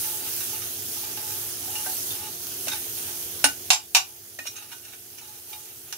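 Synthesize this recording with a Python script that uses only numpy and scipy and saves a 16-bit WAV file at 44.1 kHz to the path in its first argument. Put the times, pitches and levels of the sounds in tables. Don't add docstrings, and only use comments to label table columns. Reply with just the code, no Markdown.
import sys
import numpy as np
from scipy import signal
from scipy.io import wavfile
from scipy.ndimage import uniform_filter1d

SR = 44100
rng = np.random.default_rng(int(sys.argv[2]) if len(sys.argv) > 2 else 0)


def ratio_of_db(decibels):
    return 10 ** (np.asarray(decibels, float) / 20)


def dump(signal):
    limited = np.clip(np.atleast_2d(signal).T, -1, 1)
    pcm = np.round(limited * 32767).astype(np.int16)
    wavfile.write(sys.argv[1], SR, pcm)


N = 263277

# (frequency [Hz], left minus right [dB])
LEAN = [(60, -1.5), (200, -0.5), (500, -1), (1100, -2.5), (2000, -2), (3000, -0.5), (4200, -6),
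        (6300, -11.5), (7500, -0.5), (8300, -3.5), (9500, 11), (10700, -10), (12000, -2), (14000, -7),
        (15500, 6)]
# (frequency [Hz], level [dB], t60 [s])
PAN_MODES = [(660, -14, .08), (755, -5, .14), (850, -2, .15), (935, -9, .11), (1490, -3, .14),
             (1560, -9, .1), (1845, -12, .11), (2030, -12, .1), (2388, -3, .13), (2485, -6, .1),
             (2682, -1, .12), (2845, -2, .13), (2950, -6, .12), (3230, -11, .11), (3591, -8, .11),
             (3738, -1, .13), (3900, -5, .12), (4221, -6, .11), (4452, -8, .11), (4770, -7, .2),
             (5200, -8, .11), (5361, -1, .18), (5717, -3, .13), (5921, -2, .15), (6400, -8, .12),
             (6655, -1, .13), (7050, -11, .1), (7494, -1, .15), (8640, -10, .09), (8845, -11, .11),
             (10300, -5, .12), (11700, -13, .1)]
GROUP_EDGES = [1200, 2150, 4200, 7800]
# (time [s], energy [dB], bounce delay [s], bounce relative level [dB], thump level [dB])
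RIM_KNOCKS = [(3.7035, -24.5, 0.028, -8.5, -16), (3.948, -22.5, 0.018, -8, -17)]
# (time [s], energy [dB], brightness [dB per group],
# mode left ringing [Hz], its level [dB], thud level [dB])
TAPS = [(1.173, -61, -0.5, 850, -39.5, -50), (1.68, -71, -1, 755, -41, -54),
        (1.754, -60, 3, 2845, -27.5, -50), (1.861, -63.5, -3, 1560, -31, -30),
        (1.866, -66, 1, 755, -32, -44), (2.106, -67, 6, 3520, -29.5, -50), (2.671, -60, 1, 660, -45, -24.5),
        (2.682, -52.5, 1.5, 6400, -31, -45), (3.4415, -33.5, 0, 1480, -17, -8),
        (3.444, -47.5, 3.5, 8640, -11.5, -19), (4.388, -52.5, -0.5, 1845, -17, -21),
        (4.392, -58, -2, 2485, -22, -56), (4.454, -59, -1.5, 2800, -29, -26),
        (5.9256, -47.5, 1.5, 5600, -26, -37)]
FLOOR_HZ = 855


def evened(x):
    return x / np.sqrt(np.mean(x ** 2) + 1e-20)


def read(points, hz):
    f, value = np.transpose(points)
    return np.interp(np.log(hz + 1), np.log(f + 1), value)


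def add(mix, s, sound):
    part = mix[:, round(s * SR):][:, :sound.shape[1]]
    part += sound[:, :part.shape[1]]


def pair(left, other, hz):
    # (frequency [Hz], left-right likeness [0 to 1])
    likeness = [(60, 1), (180, 0.81), (550, 0.83), (1650, 0), (4970, 0), (15000, 0.066)]
    same = np.clip(read(likeness, hz), 0, 1)[:, None]
    lean = ratio_of_db(read(LEAN, hz) / 2)[:, None]
    right = same * left + np.sqrt(1 - same ** 2) * other
    return np.array([left * lean, right / lean])


def hum():
    # (frequency [Hz], relative density [dB per Hz])
    rumble = [(15, -29), (25, -25), (65, -9), (86, 0.5), (102, 6), (174, -10.5), (271, -2), (287, 2.5),
              (312, -60), (325, -34), (344, -12), (374, -1.5), (442, -1.5), (530, -15), (700, -6),
              (910, -14), (1540, -120)]
    # (frequency [Hz], line width [Hz], level [dB])
    whines = [(348.7, 1.62, -50.5), (6480, 21, -55)]
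    hz = np.fft.rfftfreq(4096, 1 / SR)
    a, b, c, d = rng.standard_normal((N // 1024 + 5, len(hz), 4)).T
    z = pair(a + 1j * b, c + 1j * d, hz) * ratio_of_db(read(rumble, hz))[:, None]
    noise = signal.istft(z, nperseg=4096, noverlap=3072)[1][:, :N]
    out = ratio_of_db(-49) * evened(noise)
    for tone_hz, width_hz, db in whines:
        drift = np.cumsum(rng.standard_normal(N)) * np.sqrt(2 * np.pi * width_hz / SR)
        lean = ratio_of_db(read(LEAN, tone_hz) / 2)
        tone = np.sin(2 * np.pi * tone_hz * np.arange(N) / SR + drift)
        out += ratio_of_db(db) * np.outer([lean, 1 / lean], tone)
    return out


def sizzle(pops_per_s=7000, spread_db=2.0, patchy_db=-1.37, tail_s=0.18, wet=1.0):
    # (time [s], level before the lift in the mix [dB])
    course = [(0.0, -28.5), (0.11, -31.5), (0.22, -34.5), (0.36, -30.5), (0.58, -34.5), (0.85, -35),
              (0.99, -32.5), (1.16, -36), (1.34, -32), (1.54, -35), (1.76, -33.5), (1.92, -31.5),
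              (2.09, -32.5), (2.28, -37.5), (2.44, -36), (2.97, -34), (3.3, -36), (3.63, -38.5),
              (4.5, -36.5), (5.06, -37), (5.39, -36), (5.5, -32.5), (5.65, -35.5), (5.97, -35.5)]
    # (frequency [Hz], relative density [dB per Hz])
    fizz_spectrum = [(260, -21.5), (450, -13), (563, -13), (759, -19), (950, -13), (1190, -12.5),
                     (1600, -8.5), (1700, -10.5), (2160, -11.5), (3190, -5), (3760, -8), (6430, -4),
                     (7580, -5), (12200, 1), (16000, -1.5)]
    low_steady = 0.23

    size = ratio_of_db(spread_db * rng.exponential(1, N)) * (rng.random(N) < pops_per_s / SR)
    keep = np.exp(-2 * np.log(1000) / SR / tail_s)
    smear = np.sqrt(signal.lfilter([1 - keep], [1, -keep], size ** 2))
    pops = size * rng.choice([-1., 1.], (2, N)) + wet * smear * rng.standard_normal((2, N))

    hz, t, z = signal.stft(pops, SR, nperseg=512, noverlap=384)
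    patches = uniform_filter1d(rng.standard_normal(z.shape[1:]), 10, 0)
    patches = evened(uniform_filter1d(patches, 24, 1))
    z = pair(*z, hz) * ratio_of_db(read(fizz_spectrum, hz)[:, None] + patchy_db * patches)

    s, level_db = np.transpose(course)
    swell_db = np.interp(t, s, level_db - level_db.mean())
    lift_db = -low_steady * swell_db * (hz < 7700)[:, None]
    fizz = evened(signal.istft(z * ratio_of_db(lift_db), SR, nperseg=512, noverlap=384)[1][:, :N])
    return fizz * ratio_of_db(np.interp(np.arange(N) / SR, s, level_db))


def kitchen(x, t60):
    taps = np.zeros((2, 14000))
    at = np.arange(150, 13970, 22) + rng.integers(0, 22, (2, 629))
    np.put_along_axis(taps, at, rng.choice([-1., 1.], at.shape), 1)
    taps *= ratio_of_db(-60 * np.arange(14000) / SR / t60)
    return signal.fftconvolve(x.mean(0)[None], taps / np.linalg.norm(taps[0]), axes=1)[:, :N]


def modes(split=0.0113, twin_db=-4, count=3):
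    crowd_hz = np.geomspace(700, 15600, 300) * rng.uniform(.99, 1.01, 300)
    crowd = [(f, -12 - 7 * (f > GROUP_EDGES[-1]), .11) for f in crowd_hz]
    twins = [(f * (1 + split * rng.standard_normal()), db + twin_db, t60)
             for f, db, t60 in PAN_MODES * count]
    hz, db, t60 = np.transpose(PAN_MODES + twins + crowd)
    t = np.arange(8000) / SR
    waves = np.exp(np.outer(2j * np.pi * hz - np.log(1000) / t60, t)) * ratio_of_db(db)[:, None]
    return waves * np.minimum(t / 0.00013, 1), hz, ratio_of_db(read(LEAN, hz) / 2)


def ring(body, group_db, damping, near_hz=0, near_db=0, chance_db=-2.0):
    waves, hz, lean = body
    group = np.digitize(hz, GROUP_EDGES)
    luck = rng.standard_normal((len(group), 3))
    share = ratio_of_db(chance_db * luck[:, 0])
    power = (abs(waves) ** 2).sum(1) / SR / 2
    group_energy = np.bincount(group, share ** 2 * power)
    share = share * (ratio_of_db(np.asarray(group_db)) / np.sqrt(group_energy))[group]

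    phase = np.exp(1j * (np.pi * luck[:, 1] + luck[:, 2] * np.outer([0, 1], group + 0.22)))
    ports = phase * [lean, 1 / lean]
    extra_decay = ratio_of_db(-damping * np.arange(waves.shape[1]) / SR)
    sound = (ports * share) @ waves * extra_decay
    if near_hz:
        k = np.argmin(abs(hz[:len(PAN_MODES)] - near_hz))
        favoured = np.outer([lean[k], 1 / lean[k]], waves[k])
        sound = sound + favoured * ratio_of_db(group_db[group[k]] + near_db) / abs(waves[k]).max()
    return sound.imag


def pings():
    # (frequency [Hz], level relative to the tap's thud [dB], t60 [s])
    thud = [(62, -21, 0.11), (279, -17.5, 0.16), (636, 7.5, 0.017)]
    # (time [s], level [dB])
    nudges = [(0.041, -42.5), (.13, -41), (.24, -41), (.53, -38), (1.031, -42), (2.23, -39), (5.285, -40)]
    thump_hz, thump_t60 = 55, 0.082
    out, t = np.zeros((2, N)), np.arange(12000) / SR
    delay = np.array([[0], [.0001]])

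    tones = [(row[0], thump_hz, row[-1], thump_t60) for row in RIM_KNOCKS]
    tones += [(row[0], hz, row[-1] + db, t60) for row in TAPS for hz, db, t60 in thud]
    tones += [(s, FLOOR_HZ * rng.normal(1, .012), db, .2) for s, db in nudges]
    for s, _, _, near_hz, db, _ in TAPS:
        hz, _, t60 = min(PAN_MODES, key=lambda mode: abs(mode[0] - near_hz))
        tones.append((s, hz, db, t60))

    for s, hz, db, t60 in tones:
        lean = ratio_of_db(read(LEAN, hz) / 2) ** np.array([[1], [-1]])
        envelope = ratio_of_db(db - 60 * t / t60) * np.minimum(hz * t / 3, 1)
        add(out, s, lean * envelope * np.sin(2 * np.pi * hz * (t + delay)))
    return out


def knocks(out, body, crack_db=20, crack_s=0.018):
    rim_shape = [-7, -11, 1, -0.5, -6.5]
    tap_shape = [-5.5, -2, 2.5, 2, 0]
    rim_damping, tap_damping = 35, 265
    step = np.arange(len(tap_shape)) - 2
    blows = [(s + after, db + less + np.array(rim_shape), rim_damping)
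             for s, db, gap, bounce, _ in RIM_KNOCKS for after, less in ((0, 0), (gap, bounce))]
    blows += [(s, db + tilt * step + tap_shape, tap_damping) for s, db, tilt, *_ in TAPS]
    t = np.arange(600) / SR
    for s, group_db, damping in blows:
        crack = rng.standard_normal((2, 600)) * ratio_of_db(group_db[-1] + crack_db - 60 * t / crack_s)
        add(out, s, ring(body, group_db, damping))
        add(out, s, crack)


def scrapes(out, body, grit):
    # (time [s], length [s], energy [dB], brightness [dB per group], favoured mode [Hz])
    strokes = [(0.032, 0.013, -62.5, 0, 1500), (0.255, 0.053, -62.5, -2, 2500),
               (0.381, 0.06, -60, 0.5, 5900), (2.256, 0.028, -67, 3, 1530), (2.685, 0.07, -53.5, 0.5, 3740),
               (2.967, 0.024, -62.5, 3.5, 3400), (3.052, 0.051, -63, 2, 1600), (4.452, 0.03, -48, 2, 5717),
               (4.55, 0.031, -52.5, 1, 6400), (4.711, 0.03, -52, -2, 1500), (4.82, 0.045, -57.5, 2, 6655),
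               (4.91, 0.037, -60, -2, 1500), (5.174, 0.018, -57, 0.5, 6400), (5.272, 0.032, -64, 3, 6400),
               (5.525, 0.012, -54, -1.5, 3800)]
    scrape_shape = [-11, -4, 3, 0.5, 0.5]
    ring_db = 19
    damping = 230
    step = np.arange(len(scrape_shape)) - 2
    for s, length, db, tilt, hz in strokes:
        stroke = np.hanning(round(length * SR))
        stroke = stroke * grit[round(s * SR):][:len(stroke)]
        steel = ring(body, db + tilt * step + scrape_shape, damping, hz, ring_db)
        add(out, s, signal.fftconvolve(steel, stroke[None] / np.linalg.norm(stroke), axes=1))


def drags(body, grit):
    # (middle [s], length [s], hum of the pan floor [dB], rasp of the spoon [dB])
    table = [(0.038, 0.33, -53, -43), (0.236, .16, -52, -41), (0.527, 0.57, -57, -42.5),
             (1.024, 0.21, -53, -42.5), (1.27, 0.56, -54.5, -45), (1.778, 0.44, -46, -40),
             (2.212, 0.33, -49, -42), (2.724, 0.18, -48, -37.5), (3.04, 0.42, -57.5, -50),
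             (4.114, 0.19, -52, -75), (4.445, .15, -74, -38), (4.578, 0.18, -48.5, -34.5),
             (4.707, 0.22, -56, -37), (4.906, 0.15, -56, -39), (5.27, 0.5, -52, -42),
             (5.533, 0.17, -39.5, -39), (5.673, 0.23, -54, -41.5), (5.907, 0.31, -62, -45.5)]
    rasp_shape = [-5.5, 0.5, -5, 0.5]
    rasp_damping = 67
    s, length, floor_db, rasp_db = np.transpose(table)
    phase = np.clip((np.arange(N)[:, None] / SR - s) / length, -.5, .5)
    strokes = np.cos(np.pi * phase) ** 2
    t = np.arange(8000) / SR
    floor = ratio_of_db(-60 * t / .1) * np.sin(2 * np.pi * FLOOR_HZ * t + [[0], [.6]])
    rasp = ring(body, [-30] + rasp_shape, rasp_damping)
    out = np.zeros((2, N))
    for steel, db in ((floor, floor_db), (rasp, rasp_db)):
        push = evened(grit) * (strokes @ ratio_of_db(db))
        out += signal.fftconvolve(steel / np.linalg.norm(steel[1]), push[None], axes=1)[:, :N]
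    return out


def spoon(grit_db=5):
    body, out = modes(), np.zeros((2, N))
    roughness = evened(uniform_filter1d(rng.standard_normal(N), 300))
    grit = rng.standard_normal(N) * ratio_of_db(grit_db * roughness)
    knocks(out, body)
    scrapes(out, body, grit)
    return out + drags(body, grit)


def scene():
    steel = signal.sosfilt(signal.butter(3, 560, "high", fs=SR, output="sos"), spoon())
    steel += pings()
    return steel + ratio_of_db(-5.0) * kitchen(steel, t60=0.19) + ratio_of_db(4.5) * sizzle() + hum()


def roll_off(x):
    return signal.sosfilt(signal.butter(12, 17000, fs=SR, output="sos"), x)


def record(dry, limit_db=-10.5):
    power_db = 10 * np.log10(abs(uniform_filter1d((dry ** 2).mean(0), 600)) + 1e-12)
    back = np.arange(N) * .2 / SR
    peak_db = np.maximum.accumulate(power_db + back) - back
    over_db = np.maximum(peak_db - limit_db, 0)
    held = np.tanh(dry / ratio_of_db(over_db) / 1.05) * 1.05
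    edge = signal.firwin(1023, 15760, window=("kaiser", 9), fs=SR)
    return roll_off(signal.oaconvolve(held, edge[None], "same"))


dry = scene()
out = record(dry)
dump(out)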